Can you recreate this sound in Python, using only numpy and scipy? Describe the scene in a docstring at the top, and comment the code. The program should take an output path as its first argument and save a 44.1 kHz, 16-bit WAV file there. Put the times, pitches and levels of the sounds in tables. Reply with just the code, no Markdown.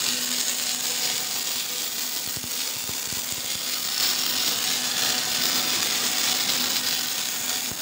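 """Pulsed-arc welding in a factory hall

A wire-fed torch welds steel while the listener walks round the work. Each current pulse modulates the arc:
harmonic tones give the hum, noise and random puffs the throbbing hiss, sharper puffs the snaps of droplets
that short the arc. Echoes, resonances and a diffuse tail place it in the hall, over a roar of filtered noise.
Now and then high-passed pressure steps give the hand-held microphone a dull knock."""
import sys
import numpy as np
from scipy import signal
from scipy.fft import rfft, irfft, next_fast_len
from scipy.io import wavfile
from scipy.ndimage import uniform_filter1d, map_coordinates

SR = 44100
rng = np.random.default_rng(int(sys.argv[2]) if len(sys.argv) > 2 else 0)


def to_wav(sig):
    """Store sig (one row per channel, or 1-D mono) as 16-bit WAV at the path in sys.argv[1].

    Samples outside -1..1 are clipped; the rate is SR.
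    """
    pcm = np.clip(np.atleast_2d(sig), -1, 1) * 32767
    pcm = np.round(pcm).astype(np.int16)
    wavfile.write(sys.argv[1], SR, pcm.T)  # frames by channels


def invert_db(x):
    """Field ratio 10**(x/20) for x, a level in decibels (scalar or array-like)."""
    u = np.asarray(x, float) / 20
    return 10 ** u


N = 344421
PULSE_HZ = 248.05  # rate of the current pulses

# Pressure jolts on the microphone, each arriving with a short circuit: time_s, step_db
KNOCKS = [(2.275, -26.5), (2.3632, -29), (2.3703, -18.5), (2.4403, -20.5), (2.7588, -32), (2.7671, -30.5),
          (2.84, -30), (2.893, -19.5), (3.0732, -28.5), (3.1259, -19.5), (3.1704, -25.5), (3.3234, -23.5),
          (3.3803, -25), (3.445, -31.5), (3.5528, -24), (7.7152, -18.5)]


def rms_one(x):
    """Normalisation: scales the root mean square to 1."""
    return x / np.sqrt(np.mean(x ** 2) + 1e-20)


def in_time(rows):
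    """Linear interpolation of each column over the scene; the first column is time in seconds."""
    s, *columns = np.transpose(rows)
    return [np.interp(np.arange(N) / SR, s, column) for column in columns]


def drift(rate_hz):
    """Low-pass random process of rms 1: noise twice through a one-pole filter."""
    r = np.exp(-2 * np.pi * rate_hz / SR)
    noise = rng.standard_normal(N + SR)
    settled = signal.lfilter([1], [1, -2 * r, r * r], noise)[SR:]
    return rms_one(settled)


def response(spectrum, size=4096):
    """Minimum phase: folding the cepstrum gives the most compact causal impulse response of a spectrum."""
    hz, db = np.transpose(spectrum)
    grid = np.maximum(np.arange(size // 2 + 1), 1) * SR / size
    gain = invert_db(np.interp(np.log(grid), np.log(hz), db))
    cepstrum = irfft(np.log(gain))
    cepstrum[1:size // 2] *= 2
    cepstrum[size // 2 + 1:] = 0
    return irfft(np.exp(rfft(cepstrum)))


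def through(x, impulse):
    """Linear filtering: convolution with an impulse response."""
    return signal.fftconvolve(x, impulse)[:N]


def dying(t60_s):
    """Exponential decay from height 1 by 60 dB."""
    return invert_db(-60 * np.arange(round(t60_s * SR)) / (t60_s * SR))


def evened(x):
    """Slow gain control: divides by the running rms, the power averaged twice over a third of a second."""
    power = uniform_filter1d(uniform_filter1d(x ** 2, size=SR // 3), size=SR // 3)
    return x / np.sqrt(power + 1e-20)


def roar(hall_db):
    """Incoherent addition: far machines and extraction fans blend into low, filtered noise."""
    # Spectral shape of the hall machinery: frequency_hz, relative_db
    spectrum = [(25, -28), (50, -24), (90, 6.5), (180, 13), (300, 13), (420, 0.5), (700, 8.5), (1200, -0.5),
                (2500, -55.5)]
    wash = rms_one(through(rng.standard_normal(N), response(spectrum)))
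    return invert_db(hall_db + 2.0 * drift(20.0)) * wash


def knocks(rise_hz=4000, cut_hz=85):
    """Step response: the microphone's bass cut turns a pressure step into a spike, a rebound and a dip."""
    jolts = np.full(N, 1e-18)  # a tiny floor against underflow in the filters
    for s, db in KNOCKS:
        jolts[round(s * SR) - 6] = -invert_db(db)
    steps = np.cumsum(jolts)
    soft = signal.sosfilt(signal.butter(2, rise_hz, fs=SR, output="sos"), steps)
    return signal.sosfilt(signal.butter(4, cut_hz, "high", fs=SR, output="sos"), soft)


def hum_db():
    """Interference: direct sound and reflection add or cancel, differently for each harmonic."""
    # Reflection met on the walk: time_s, extra_path_m, direct_hum_db
    wall = [(0.0, 0.28, -49), (0.15, 0.27, -47.5), (0.5, 0.3, -51.5), (0.8, 0.43, -53.5),
            (1.05, 0.5, -52.5), (1.3, 0.51, -56.0), (1.7, 0.14, -59.0), (2.2, 0.18, -59.5),
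            (2.8, 0.17, -61.0), (3.3, 0.18, -61.5), (3.7, 0.2, -59), (3.95, 0.41, -55), (4.2, 0.41, -51.5),
            (4.5, 0.38, -55), (4.7, 0.38, -49.5), (5.2, 0.4, -47.0), (5.6, 0.34, -46.5), (6.0, 0.34, -48.0),
            (6.4, 0.31, -48.0), (6.8, 0.31, -50.5), (7.1, 0.32, -53.5), (7.5, 0.33, -51.5),
            (7.81, 0.31, -55.0)]
    # Harmonics 1, 2, 3 of the pulse rate against the direct hum: level_db
    harmonics = [1, 0.5, -2]
    reflected_share, sound_m_per_s = .7, 343
    path_m, direct_db = in_time(wall)
    turns = path_m * PULSE_HZ / sound_m_per_s  # extra path in wavelengths of the first harmonic
    levels = []
    for k, db in enumerate(harmonics, 1):
        pressure = np.abs(1 + reflected_share * np.exp(2j * np.pi * k * turns))
        levels.append(db + direct_db + 20 * np.log10(pressure))
    return levels


def tones(cycle, arc_db):
    """Periodic excitation: pulse-rate harmonics and higher tones, wavering in level and phase."""
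    # Higher tones that follow the arc's strength: frequency_hz, level_against_arc_db
    whine = [(818, -30), (992, -30), (1092, -29), (1240, -26), (1488, -26), (1861.7, -24), (2120.5, -27),
             (2480.5, -27), (2728.6, -25), (2976.6, -22), (3472.7, -24)]
    low = [(k * PULSE_HZ, db) for k, db in enumerate(hum_db(), 1)]
    high = [(hz, arc_db + db) for hz, db in whine]
    out = np.zeros(N)
    for hz, db in low + high:
        ratio = hz / PULSE_HZ
        level = np.sqrt(2) * invert_db(db + 3.9 * drift(8.8))
        phase = 2 * np.pi * cycle * ratio + 0.24 * ratio * drift(0.381) + 6 * rng.random()
        out += level * np.sin(phase)
    return out


def puff(clicks, spit_share, thin_hz=1100, soft_hz=9000):
    """All-pass dispersion: a push of air swings out and back, trailed by a short spit of decaying noise."""
    swing_hz, swing_width_hz, spit_t60_s = 4500, 3300, .007
    r, w = np.exp(-np.pi * swing_width_hz / SR), 2 * np.pi * swing_hz / SR
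    a = [1, -2 * r * np.cos(w), r * r]
    swing = signal.lfilter(a[::-1], a, clicks)
    spit = spit_share * through(clicks, dying(spit_t60_s)) * rng.standard_normal(N)
    band = signal.butter(1, [thin_hz, soft_hz], "band", fs=SR, output="sos")
    return signal.sosfilt(band, swing + spit)


def snaps(arc_db):
    """Impulsive sources: the loud short circuits as clicks, sized against the arc's strength at that moment."""
    # The loudest short circuits: time_s, peak_db
    loud_shorts = [(0.0204, -12), (0.0488, -11), (0.158, -11), (0.2458, -12), (0.2897, -13), (0.3147, -10),
                   (0.3346, -13), (0.3441, -13), (0.3835, -11), (0.411, -9), (0.4813, -11), (0.5322, -13),
                   (0.597, -11), (0.637, -14), (0.7462, -11), (0.8066, -14), (0.8545, -11), (0.9183, -15),
                   (0.9612, -15), (0.9961, -14), (1.0211, -12), (1.058, -11), (1.1653, -17), (1.1787, -8),
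                   (1.2715, -16), (1.3284, -14), (1.3952, -16), (1.4277, -15), (1.492, -12), (1.5813, -13),
                   (1.6606, -15), (1.8188, -13), (1.9639, -17), (1.9924, -16), (2.0762, -16), (2.15, -15),
                   (2.2618, -14), (2.3077, -18), (2.362, -16), (2.4119, -22), (2.4309, -18), (2.5167, -14),
                   (2.5386, -17), (2.576, -16), (2.6179, -13), (2.7511, -18), (2.7576, -15), (2.8389, -16),
                   (2.8744, -14), (2.9148, -16), (2.9352, -14), (2.9956, -17), (3.028, -14), (3.1004, -16),
                   (3.1243, -16), (3.1986, -19), (3.2176, -18), (3.245, -17), (3.2894, -17), (3.3218, -14),
                   (3.4605, -15), (3.5523, -13), (3.6162, -15), (3.7434, -15), (3.7818, -14), (3.8302, -15),
                   (3.8746, -13), (3.8886, -12), (3.9489, -12), (3.9799, -10), (4.0083, -12), (4.2218, -11),
                   (4.2632, -10), (4.3121, -13), (4.3635, -10), (4.3844, -8), (4.5446, -12), (4.5865, -13),
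                   (4.6279, -12), (4.8189, -12), (4.8549, -12), (4.9681, -10), (5.009, -12), (5.0345, -10),
                   (5.1267, -13), (5.3712, -11), (5.4201, -9), (5.4375, -11), (5.4655, -9), (5.6151, -10),
                   (5.6955, -12), (5.7034, -8), (5.8037, -10), (5.8287, -10), (5.908, -11), (6.0656, -12),
                   (6.0851, -13), (6.134, -13), (6.1699, -11), (6.328, -8), (6.3869, -11), (6.4173, -12),
                   (6.4363, -11), (6.4607, -13), (6.4767, -11), (6.5211, -11), (6.5635, -12), (6.5854, -14),
                   (6.6448, -13), (6.6827, -15), (6.7181, -14), (6.8119, -16), (6.9087, -11), (6.9491, -13),
                   (6.9935, -12), (7.016, -16), (7.0569, -17), (7.0843, -16), (7.1302, -16), (7.1911, -15),
                   (7.214, -14), (7.235, -12), (7.2868, -13), (7.4121, -16), (7.4604, -19), (7.4799, -16),
                   (7.5133, -15), (7.5572, -14), (7.6056, -15), (7.6585, -15), (7.7513, -20), (7.7747, -19)]
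    rise_s, knock_snap_db = .0013, -17
    loss_db = 2.5  # makes up for what a peak loses in the puff and the microphone colour
    events = [(s + rise_s, db) for s, db in loud_shorts] + [(s, knock_snap_db) for s, _ in KNOCKS]
    s, peak_db = np.transpose(events)
    at = np.round(s * SR).astype(int) - 14
    out = np.zeros(N)
    out[at] = invert_db(peak_db + loss_db - arc_db[at])
    return out


def shorts(loud):
    """Extinction and re-ignition: a snap, a brief hush, then a brighter tick; gives (hush gain, ticks)."""
    hush_from_s, hush_to_s, hush_depth_db = .003, .0105, -4
    restrike_delays_s, restrike_db = (.0116, .0133), -7
    window = np.zeros(round(hush_to_s * SR))
    window[round(hush_from_s * SR):] = 1
    hushed = np.minimum(through(1.0 * (loud > 0), window), 1)
    hush = invert_db(hush_depth_db * uniform_filter1d(hushed, size=SR // 700))
    at, again = np.flatnonzero(loud), np.zeros(N + SR)
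    delay = (rng.choice(restrike_delays_s, len(at)) * SR).astype(int)
    again[at + delay] = loud[at] * invert_db(restrike_db + rng.normal(0, 1.7, len(at)))
    first = puff(loud, .24, thin_hz=710, soft_hz=10900)
    second = puff(again[:N], .15, thin_hz=4000, soft_hz=18000)
    return hush, first + second


def sizzle(cycle, loud, per_s, spread_db, bed_db, throb):
    """Modulated random process: the rate of small shorts and the power of the hiss throb with the current."""
    timing = 1 + throb * (np.cos(2 * np.pi * cycle) + .8 * np.cos(4 * np.pi * cycle + 0.5))
    surge_db = -0.34 * drift(34) + 0.5294 * drift(29) + 0.9 * drift(155)  # strength wanders quickly
    born = rng.random(N) < per_s * np.clip(timing, 0, None) ** 2 / SR
    sizes = invert_db(spread_db * np.minimum(rng.exponential(1, N), 2))
    pops = puff(born * sizes, .15)
    bed = invert_db(bed_db) * np.sqrt(np.clip(timing, .05, None)) * rng.standard_normal(N)
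    hush, ticks = shorts(loud)
    return rms_one(invert_db(surge_db) * hush * (bed + pops)) + ticks


def microphone_colour(x):
    """Linear frequency response: the arc's spectrum as heard through the microphone."""
    # Colour of the arc: frequency_hz, relative_db
    colour = [(25, -32), (150, -15), (400, -9), (1100, -10), (1900, -3.5), (2600, -5.5), (3400, -2),
              (4000, -2.5), (5100, 1), (5750, 0), (6150, 2), (6600, 6.5), (7400, 2), (9700, -7.5)]
    # Its continuation at the top of the treble: frequency_hz, relative_db
    top = [(13850, -13.5), (14600, -4), (15700, -3), (15900, -40)]
    return through(x, response(colour + top))


def echoes(x):
    """Comb filtering: delayed copies, dull in the treble, add a twin, the plate's echo and three weaker ones."""
    # A close twin of each pulse off the microphone's own case: time_s, share_of_direct
    twin_rows = [(0, .5), (1.5, .45), (3.5, .35), (4.2, .3), (6.5, .25), (7.81, .35)]
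    # Reflection off the steel plate on the walk: time_s, lag_ms, share_of_direct
    plate = [(0, 0.99, 0.037), (.6, 1.4, 0.056), (1.3, 2.6, 0.04), (2.1, 3.4, 0.044), (3.3, 1.8, 0.0888),
             (4.2, 1.48, 0.11), (5.0, 1.14, 0.15), (5.6, 1.6, 0.041), (6.5, 1.4, 0.099), (6.9, 1.2, 0.078),
             (7.81, 1.3, 0.12)]
    twin_share, = in_time(twin_rows)
    plate_ms, plate_share = in_time(plate)
    paths = [(.222, twin_share), (plate_ms, plate_share)]
    for ms in (.8, 2.3, 3.9):  # nearby steel, its lags slowly wandering
        paths.append((ms * (1 + 0.097 * drift(0.503)), .1))
    dull = signal.sosfilt(signal.butter(2, 8500, fs=SR, output="sos"), x)
    n = np.arange(N)
    return x + sum(share * map_coordinates(dull, [n - ms * SR / 1000], order=3) for ms, share in paths)


def hollows(x):
    """Resonance: narrow bands stand out, each swelling and fading while a hollow of the work faces the listener."""
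    # Resonances, the two ends of a stretch in either order: one_end_s, other_end_s, centre_hz, width_hz, share
    resonances = [(0, 3.6, 5830, 400, .5), (0, 1.3, 6650, 300, 0.59), (.75, 1.4, 5100, 300, 0.35),
                  (1.398, 2, 3430, 245, 0.35), (3.5, 3.8, 4950, 250, 0.3785), (3.7, 4.58, 5400, 250, 0.59),
                  (3.9, 9, 3480, 180, 0.6), (5.3, 5.4, 3170, 250, 0.5), (6.0, 5.98, 4300, 250, 0.53),
                  (6.45, 7.15, 4850, 294, 0.62), (5.6, 16, 6640, 350, 0.83), (6.801, 4.3, 5860, 308, 0.13),
                  (5.9, 6.655, 5250, 300, 0.55), (6.1, 6.98, 3960, 200, 0.73)]
    out, s = x.copy(), np.arange(N) / SR
    for start, end, hz, width_hz, share in resonances:
        r = np.exp(-np.pi * width_hz / SR)
        poles = [1, -2 * r * np.cos(2 * np.pi * hz / SR), r * r]
        rung = signal.lfilter([(1 - r * r) / 2, 0, (r * r - 1) / 2], poles, x)
        swell = np.sin(np.pi * np.clip((s - start) / (end - start), 0, 1))
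        out += share * swell * rung
    return out


def hall(x):
    """Diffuse reverberation: a decaying, duller noise tail, a new one crossfaded in every half second."""
    t60_s, tail_db = 0.18, -8.5
    step, size = SR // 2, round(t60_s * SR)
    out = np.zeros(N + 4 * SR)
    padded = np.concatenate([np.zeros(step), x, np.zeros(2 * step)])
    for i in range(0, N + step, step):
        noise = rng.standard_normal(size)
        tail = signal.lfilter([1], [1, -.3], dying(t60_s) * noise)
        tail /= np.sqrt(np.sum(tail ** 2))
        wet = signal.fftconvolve(padded[i:i + 2 * step] * np.hanning(2 * step), tail)
        out[i:i + len(wet)] += wet
    return x + invert_db(tail_db) * out[step:step + N]


def shaded(x, arc_db, pointing_db, hall_db):
    """Band-wise modulation: soft-edged bands follow arc, pointing and hall in their own measure, and flicker."""
    # Borders between the bands: frequency_hz
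    edges = [1500, 3000, 6000, 9000, 14100]
    # Bands, low to high: level_against_3_to_6_khz_db, slow_arc_share, quick_flare_share, pointing_share,
    # hall_swing_share, flicker_db (scales a sum of three drifts brought to rms 1)
    shares = [(-11.5, 0.32, 0.71, -0.048, 0.54, 1.53), (-7, 0.59, 0.85, -0.47, 0.32, 0.26),
              (0, 1, 1, 0, 0, .4), (-2, 0.46, 0.49, -0.68, -0.058, 0.68),
              (-10, 0.17, .45, -0.07, 0.025, -0.2), (-6, 0.41, 0.4, 0.41, -0.1, 2.1)]
    size = next_fast_len(N)
    spectrum = rfft(x, size)
    octave = np.log2(np.maximum(np.arange(size // 2 + 1), 1) * SR / size)
    above = [1, *[1 / (1 + np.exp((np.log2(hz) - octave) / .03)) for hz in edges], 0]
    mean_db, together = arc_db.mean(), drift(7.9)  # one drift is common to all bands
    slow_db = uniform_filter1d(arc_db, size=SR // 2)
    out = np.zeros(N)
    for (db, follows, flares, aim, wash, flicker_db), a, b in zip(shares, above, above[1:]):
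        band = evened(irfft(spectrum * (a - b), size)[:N])
        level_db = mean_db + db + follows * (slow_db - mean_db) + flares * (arc_db - slow_db)
        level_db = level_db + aim * pointing_db + wash * (hall_db - hall_db.mean())
        flicker = rms_one(1.4 * together + 0.86 * drift(6.73) + drift(62))
        out += invert_db(level_db + flicker_db * flicker) * band
    return out


def scene():
    """Superposition: the arc, its tones, the hall's roar and the knocks add as pressures."""
    # The arc flares and falters, as rms of its 3-6 kHz band: time_s, strength_db
    arc_rows = [(0.0, -30.5), (0.1, -26.5), (0.2, -31.5), (0.24, -30.0), (0.27, -31.0), (0.4, -28.5),
                (0.44, -32.5), (0.48, -31.0), (0.62, -31.5), (0.69, -29.5), (0.78, -34.5), (0.86, -30.0),
                (0.95, -31.5), (1.06, -27.5), (1.15, -31.0), (1.19, -29.0), (1.25, -33.5), (1.34, -31.0),
                (1.43, -32.5), (1.53, -30.5), (1.55, -33.0), (1.58, -30.0), (1.67, -33.0), (1.81, -30.5),
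                (1.85, -33.5), (1.95, -34.5), (2.0, -32.0), (2.06, -34.5), (2.17, -31.5), (2.23, -34.5),
                (2.27, -34.0), (2.41, -36.5), (2.44, -34.5), (2.49, -36.5), (2.63, -30.0), (2.73, -35.0),
                (2.77, -32.5), (2.85, -36.0), (2.9, -32.5), (3.1, -36.5), (3.16, -33.5), (3.23, -35.0),
                (3.39, -33.0), (3.46, -35.5), (3.52, -30.5), (3.58, -34.5), (3.62, -30.5), (3.72, -31.0),
                (3.75, -29.5), (3.83, -33.0), (3.9, -29.5), (4.08, -24.0), (4.15, -29.5), (4.24, -26.5),
                (4.32, -29.0), (4.38, -25.5), (4.42, -28.5), (4.48, -26.5), (4.57, -30.0), (4.67, -27.0),
                (4.92, -29.5), (5.04, -25.5), (5.26, -29.0), (5.44, -26.0), (5.5, -27.5), (5.65, -27.0),
                (5.67, -28.5), (5.71, -24.5), (5.82, -28.5), (5.86, -27.0), (6.12, -28.5), (6.25, -27.0),
                (6.37, -27.5), (6.4, -25.5), (6.45, -28.5), (6.5, -26.0), (6.71, -29.0), (6.77, -26.0),
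                (6.81, -31.0), (6.87, -26.5), (7.07, -31.5), (7.09, -31.0), (7.25, -30.5), (7.4, -35.0),
                (7.42, -33.0), (7.46, -34.5), (7.52, -30.0), (7.63, -34.0), (7.67, -30.5), (7.71, -37.5),
                (7.75, -39.0), (7.81, -33.5)]
    # The microphone points at the arc and away, shared out band by band: time_s, pointing_db
    walk = [(0.0, -2.5), (0.45, -3), (1.08, -1.5), (1.3, 0.5), (1.6, 2), (2.1, 2), (2.8, 2), (3.2, -0.5),
            (3.85, 3.5), (4.07, 1), (4.3, 4), (4.7, -0.5), (5.6, 1.5), (6.1, -2), (6.5, 1), (7.1, 2),
            (7.4, -2), (7.81, 2.5)]
    # Hall wash: time_s, level_db
    hall_rows = [(0.0, -48), (0.41, -50), (0.69, -52.5), (1.04, -48), (2.0, -53), (2.36, -52.5),
                 (2.66, -51), (3.17, -51), (3.8, -50.5), (4.07, -47), (5.2, -42.5), (6.47, -43),
                 (7.05, -47), (7.81, -47.5)]
    (arc_db,), (pointing_db,), (hall_db,) = in_time(arc_rows), in_time(walk), in_time(hall_rows)
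    cycle = np.arange(N) * PULSE_HZ / SR
    pushes = sizzle(cycle, snaps(arc_db), per_s=280, spread_db=0.5, bed_db=-17.5, throb=.2)
    arc = hall(hollows(echoes(microphone_colour(pushes))))
    arc = shaded(arc, arc_db, pointing_db, hall_db)
    hum = tones(cycle, uniform_filter1d(arc_db, size=SR // 3))
    return (arc + hum + roar(hall_db) + knocks())[None]


def band_limit(x):
    """A steep low-pass at the top of the band."""
    return signal.sosfilt(signal.butter(12, 17100, fs=SR, output="sos"), x)


def record(dry):
    """Band limiting: the recorder trims the deepest bass and the very top."""
    x = signal.sosfilt(signal.butter(1, 30, "high", fs=SR, output="sos"), dry)
    x = signal.sosfilt(signal.ellip(12, .5, 80, 15720, fs=SR, output="sos"), x)
    return band_limit(x)


dry = scene()
out = record(dry)
to_wav(out)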